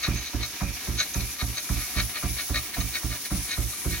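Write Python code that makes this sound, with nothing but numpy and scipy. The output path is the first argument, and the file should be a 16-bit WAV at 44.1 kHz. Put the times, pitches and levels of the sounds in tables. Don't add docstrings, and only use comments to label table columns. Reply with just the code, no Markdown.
import sys
import numpy as np
from scipy import signal
from scipy.fft import rfft, irfft
from scipy.io import wavfile

SR = 44100
rng = np.random.default_rng(int(sys.argv[2]) if len(sys.argv) > 2 else 0)


def pcm_store(signal):
    levels = np.round(np.clip(np.atleast_2d(signal), -1, 1) * 32767)
    wavfile.write(sys.argv[1], SR, levels.astype(np.int16).T)


N = 176400
TIME_S = np.arange(N) / SR

# start in seconds, boom in dB, rush in dB, puff in dB.
STROKES = [(0.0874, -16.5, -26.5, -36.5), (0.3493, -21.5, -27.5, -36), (0.6242, -20, -28, -33.5),
           (0.8887, -20.5, -32, -35.5), (1.1647, -18.5, -29.5, -35), (1.4293, -20, -33.5, -36),
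           (1.707, -17.5, -29, -34.5), (1.970, -20, -30, -39.5), (2.244, -18, -31.5, -33.5),
           (2.5067, -21.5, -29.5, -38), (2.7835, -18.5, -26.5, -36), (3.0461, -21, -32.5, -39),
           (3.3226, -19.5, -29, -36), (3.5882, -20, -29, -39), (3.8632, -18.5, -25, -38.5)]
# frequency in Hz, front-end gain in dB, back-end gain in dB,
# T60 in seconds, lag in seconds.
CHIMNEY_MODES = [(56, -5, -29, 0.15, 0.01436), (66.2, -8, 0, 0.15, -0.0051),
                 (69.2, -3, -14.5, .19, 0.00966), (118.9, -6, -4, 0.16, .0138),
                 (150, -4, -8.5, 0.081, -0.0019), (192.9, -3.5, -11, 0.21, -.0086),
                 (287.5, -3, -2.5, 0.093, -.0009)]
# frequency in Hz, relative density in dB.
RUSH_SPECTRUM = [(25, -2), (60, 1), (110, -4), (140, -9.5), (190, 7), (235, -3.5), (300, 0), (380, -6),
                 (460, -18.5), (600, -6.5), (800, -27), (2000, -57)]
# frequency in Hz, relative density in dB.
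PUFF_SPECTRUM = [(150, -52), (450, -11), (620, 10), (800, 7.5), (1300, 6.5), (2500, -10), (5000, -58)]
# delay in seconds, gain in dB.
ECHOES = [(0.035, -8.5), (.0533, -6.5), (0.0709, -10.5)]

# peak time in seconds, level in dB, half-width in seconds,
# shrill share in dB, low-mode offset in dB.
RASPS = [(0.046, -26.5, 0.018, -4.5, -2.5), (0.18, -43, 0.024, 11.5, 4), (0.259, -39, 0.034, 4, -4),
         (0.434, -30.5, 0.015, -1, 3), (0.821, -42, 0.036, -15, -1), (1.008, -26, 0.022, 4, -6),
         (1.141, -38.5, 0.005, 14.5, -16), (1.208, -35.5, 0.008, 0, -2), (1.406, -30, 0.014, -10, -0.5),
         (1.579, -30.5, .015, 5, -0.5), (1.805, -38, 0.057, -28, 0.5), (1.988, -24, 0.02, -11.5, 0),
         (2.163, -29, 0.019, -34, -1.5), (2.397, -27.5, 0.017, -12, -5), (2.565, -26.5, 0.02, -9, 0),
         (2.744, -28, 0.0071, -18, -5), (2.809, -32.5, 0.0058, 7, -0.5), (2.956, -25, 0.015, -13, -5.5),
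         (3.126, -35, 0.025, -18, -2), (3.256, -31, 0.0079, -13, -18), (3.525, -28, 0.024, -7.5, -10),
         (3.736, -37, .018, -10, 2), (3.936, -31, 0.026, -24, -7)]
# time in seconds, impulse level in dB.
SNAPS = [(1.0056, -2.5), (1.0114, -22), (1.9863, -20), (2.5441, 0)]
# frequency in Hz, relative gain in dB, T60 in seconds.
GEAR_MODES = [(612, -5, .13), (1215, -1.5, .055), (1478, -1.5, .038), (1860, 0, .034), (1666, -9, .04),
              (2170, -2, .05), (2285, 2, .016), (2452, -1, .024), (3796, 2, .033), (3985, 2, .045),
              (4195, 4.5, .035), (4290, 9, .018), (5580, -6, .03)]
# frequency in Hz, relative density in dB.
GRIT_SPECTRUM = [(200, -38), (500, -42), (1000, -31), (2000, 9), (3000, 11.5), (4300, 29), (6500, -25),
                 (8000, 11), (15000, -12)]

# frequency in Hz, relative density in dB.
CHURN_SPECTRUM = [(30, -25), (62, 13.5), (120, -1.5), (300, 7.5), (450, -1), (620, -0.5), (900, 2),
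                  (1300, -1.5), (1900, 0.5), (2900, -1), (4500, 6), (8000, -49)]
# frequency in Hz, relative density in dB.
LEAK_SPECTRUM = [(800, -35), (2500, -35), (3500, 1), (5000, 7.5), (6300, 10), (7500, 5), (9000, 2.5),
                 (11000, 1.5), (13000, 3.5), (16000, 2.5)]
# time in seconds, overall gain in dB, treble gain in dB,
# band gain in dB, band centre in Hz.
HISS_PATH = [(0, -1, -5, 5.5, 10800), (.5, 0.5, -7, 4.5, 10800), (1.0, 0.5, -4, 7.5, 10800),
             (1.448, 0, -3, 7.5, 10850), (1.82, 3, -3.5, 7.5, 10800), (2.1, 0.5, -3.5, 10, 10700),
             (2.401, 1.5, -3.5, 9, 10400), (2.75, 0, 0, 4.5, 9980), (3.101, 0.5, -4.5, 8.5, 9700),
             (3.38, 2.5, -3.5, 11.5, 9900), (3.62, -1, 3.5, 3, 9630), (3.85, -1.5, 2.5, 7.5, 9920),
             (4, 3, 1.5, -3, 10400)]
# time in seconds, lower-band gain in dB, upper-band gain in dB.
HISS_SHEEN = [(0, 1, -3), (1.7, 1, -12), (2.1, 1, -1), (2.4, -6, 0), (3.2, 0, 1), (3.6, -8, -15)]

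# frequency in Hz, left gain in dB, right gain in dB.
PORT_RESPONSE = [(60, -4.5, 3), (194, -3, -1.9), (790, -1.94, -3.5), (2400, 3.5, 3.5), (3450, 1.5, -1),
                 (4130, -1, -11), (5450, -5.5, 0), (5800, -17, 2), (6760, -8, -0.5), (8050, -3.5, -3),
                 (9200, -0.5, -4.5), (10820, 7.5, -7), (12600, -1, 0.5), (13100, -7.5, 3.5),
                 (14340, 0, 5.5), (15700, -12, 9.5)]
# frequency in Hz, left-right likeness from 0 to 1.
COHERENCE = [(60, 0.35), (300, 0.9), (700, 0.91), (1400, 0.47), (2500, 0.73), (4000, 0), (15000, 0)]


def from_db(db):
    return 10 ** (np.asarray(db) / 20)


def unit_rms(x):
    return x / np.sqrt(np.mean(x ** 2) + 1e-20)


def bell(offset, sigma):
    return np.exp(-0.5 * (offset / sigma) ** 2)


def at_hz(points, hz, column=1):
    table = np.array(points)
    return np.interp(np.log(hz + 1e-9), np.log(table[:, 0]), table[:, column])


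def colour(x, spectrum, column=1):
    size = N + SR // 10
    gain = from_db(at_hz(spectrum, np.fft.rfftfreq(size, 1 / SR), column))
    return irfft(rfft(x, size) * gain, size)[..., :N]


def noise(spectrum):
    hz = np.fft.rfftfreq(N, 1 / SR)
    coherence = at_hz(COHERENCE, hz)
    mid, side = rfft(rng.standard_normal((2, N)))
    stereo = np.sqrt(1 + coherence) * mid + np.sqrt(1 - coherence) * side * [[1], [-1]]
    return unit_rms(irfft(stereo * from_db(at_hz(spectrum, hz)), N))


def drift(corner_hz):
    hz = np.fft.rfftfreq(N, 1 / SR)
    return unit_rms(irfft(rfft(rng.standard_normal(N)) / (1 + (hz / corner_hz) ** 2), N))


def ring(x, hz, t60_s):
    radius, angle = from_db(-60 / (t60_s * SR)), 2 * np.pi * hz / SR
    return signal.lfilter([0, np.sin(angle)], [1, -2 * radius * np.cos(angle), radius ** 2], x + 1e-18)


def burst(start_s, rise_s, fall_s):
    age_s = TIME_S - start_s
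    return np.clip(age_s / rise_s, 0, 1) * np.exp(-np.clip((age_s - rise_s) / fall_s, 0, 20))


def delayed(pair, delay_s):
    return np.array([np.interp(TIME_S - delay_s, TIME_S, x, left=0) for x in pair])


def lag_right(x, lag_s):
    return np.array([x, np.interp(TIME_S - lag_s, TIME_S, x)])


def exhaust(valve_rise_s=0.00058, echo_cutoff_hz=365):
    pulses, rush, puff, boom = np.zeros((2, N)), 0, 0, 0
    for k, (start_s, boom_db, rush_db, puff_db) in enumerate(STROKES):
        age = np.clip((TIME_S - start_s) / valve_rise_s, 0, 20)
        pulses[k % 2] += from_db(boom_db) * age * np.exp(-age) / (valve_rise_s * SR)
        rush += from_db(rush_db) * burst(start_s - 0.011, rise_s=0.009, fall_s=0.027)
        puff += from_db(puff_db) * burst(start_s - 0.019, rise_s=0.0036, fall_s=0.026)
    for hz, front_db, back_db, t60_s, lag_s in CHIMNEY_MODES:
        front, back = delayed(pulses, lag_s)
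        boom += ring(from_db(front_db) * front + from_db(back_db) * back, hz, t60_s)
    chimney = boom + rush * noise(RUSH_SPECTRUM)
    dull = signal.sosfilt(signal.butter(1, echo_cutoff_hz, fs=SR, output="sos"), chimney)
    echoes = sum(from_db(db) * delayed(dull, delay_s) for delay_s, db in ECHOES)
    return chimney + puff * noise(PUFF_SPECTRUM) + echoes


def governor(idle_db=-57.5, grit_db=-5, shrill_hz=6290, shrill_t60_s=0.026, shrill_db=-3):
    load = low_load = high_load = from_db(idle_db)
    shrill_load = 0
    for peak_s, db, half_width_s, share_db, low_db in RASPS:
        swell = from_db(db) / np.cosh(np.clip((TIME_S - peak_s) / half_width_s * np.pi / 2, -20, 20))
        load = load + swell
        low_load = low_load + swell * from_db(low_db)
        bite_db = 8 + 0.47 * min(share_db, 0)
        high_load = high_load + swell * from_db(bite_db)
        shrill_load = shrill_load + swell * from_db(share_db)
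    teeth, snaps = tooth_catches(), tooth_snaps()
    body = gear_casting(teeth * low_load + snaps, teeth * load + snaps, teeth * high_load + snaps)
    grit = colour(teeth * load, GRIT_SPECTRUM) / np.std(colour(teeth, GRIT_SPECTRUM))
    grit = lag_right(grit, lag_s=0.00006)
    shrill = ring(teeth * shrill_load, shrill_hz, shrill_t60_s)
    shrill /= np.std(ring(teeth, shrill_hz, shrill_t60_s))
    return body + from_db(grit_db) * grit + from_db(shrill_db) * shrill


def tooth_catches(rate_per_s=1400, spread_db=3.5):
    sizes = from_db(spread_db * np.minimum(rng.exponential(1, N), 4))
    signs = rng.choice([-1, 1], N)
    return unit_rms(sizes * signs * (rng.random(N) < rate_per_s / SR))


def tooth_snaps():
    impulses = np.zeros(N)
    for time_s, db in SNAPS:
        impulses[int(time_s * SR)] = from_db(db)
    return impulses


def gear_casting(low_force, mid_force, high_force, low_below_hz=1300, high_above_hz=3000):
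    body, energy = np.zeros((2, N)), 0
    for k, (hz, db, t60_s) in enumerate(GEAR_MODES):
        force = high_force if hz > high_above_hz else low_force if hz < low_below_hz else mid_force
        mode = from_db(db) * (-1) ** k * ring(force, hz, t60_s)
        phase_rad = np.arccos(at_hz(COHERENCE, hz))
        body += lag_right(mode, phase_rad / (2 * np.pi * hz))
        energy += from_db(db) ** 2 * t60_s * SR / (4 * np.log(1000))
    return body / np.sqrt(energy)


def bearings(level_db=-42, flutter_db=2):
    return from_db(level_db + flutter_db * drift(corner_hz=27)) * noise(CHURN_SPECTRUM)


def slides(level_db=-54.5, fade_db_per_s=2.5, start_hz=2440, sag_hz_per_s=45, half_width_hz=170):
    lag_s, sigma_s = 0.044, 0.092
    hz, frame_s, white = signal.stft(noise([(1000, 0)]), SR, nperseg=1024)
    swell = sum(bell(frame_s - start_s - lag_s, sigma_s) for start_s, *_ in STROKES[::2])
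    centre_hz = start_hz - sag_hz_per_s * frame_s
    resonance = 1 / (1 + ((hz[:, None] - centre_hz) / half_width_hz) ** 2)
    fade = from_db(-fade_db_per_s * frame_s)
    swish = signal.istft(white * resonance * swell * fade, SR)[1][:, :N]
    return from_db(level_db) * unit_rms(swish)


def steam_leak(base_db=-34, flutter_db=1.31, treble_hz=7070, sheen_hz=(13900, 15450)):
    band_sigma_hz, sheen_sigma_hz = 800, 380
    hz, frame_s, bins = signal.stft(noise(LEAK_SPECTRUM), SR, nperseg=512)
    hz = hz[:, None]
    path_s, *columns = np.transpose(HISS_PATH)
    overall_db, treble_db, band_db, centre_hz = [np.interp(frame_s, path_s, c) for c in columns]
    shelf = 1 - 1 / (1 + (hz / treble_hz) ** 10)
    gain_db = overall_db + treble_db * shelf + band_db * bell(hz - centre_hz, band_sigma_hz)
    sheen_s, *sheen_db = np.transpose(HISS_SHEEN)
    for top_hz, db in zip(sheen_hz, sheen_db):
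        gain_db += np.interp(frame_s, sheen_s, db) * bell(hz - top_hz, sheen_sigma_hz)
    jet = signal.istft(bins * from_db(gain_db), SR)[1][:, :N]
    return from_db(base_db + flutter_db * drift(corner_hz=11.4)) * jet


def yard(x, t60_s=0.1, level_db=-12):
    scatter = noise([(40, -9.0), (300, 8.5), (3000, 12.5), (12000, -6.5)])
    tail = scatter[:, :SR] * from_db(-60 * TIME_S[:SR] / t60_s)
    tail /= np.sqrt(np.sum(tail ** 2) / 2)
    return from_db(level_db) * signal.fftconvolve(x, tail, axes=1)[:, :N]


def scene():
    engine = exhaust() + governor() + bearings() + slides()
    return engine + yard(engine) + steam_leak()


def record(dry, low_cut_hz=32, high_cut_hz=15900):
    left = colour(dry[0], PORT_RESPONSE, column=1)
    right = colour(dry[1], PORT_RESPONSE, column=2)
    heard = signal.sosfilt(signal.butter(3, low_cut_hz, "high", fs=SR, output="sos"), [left, right])
    return signal.sosfilt(signal.ellip(12, 0.2, 80, high_cut_hz, fs=SR, output="sos"), heard)


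dry = scene()
out = record(dry)
pcm_store(out)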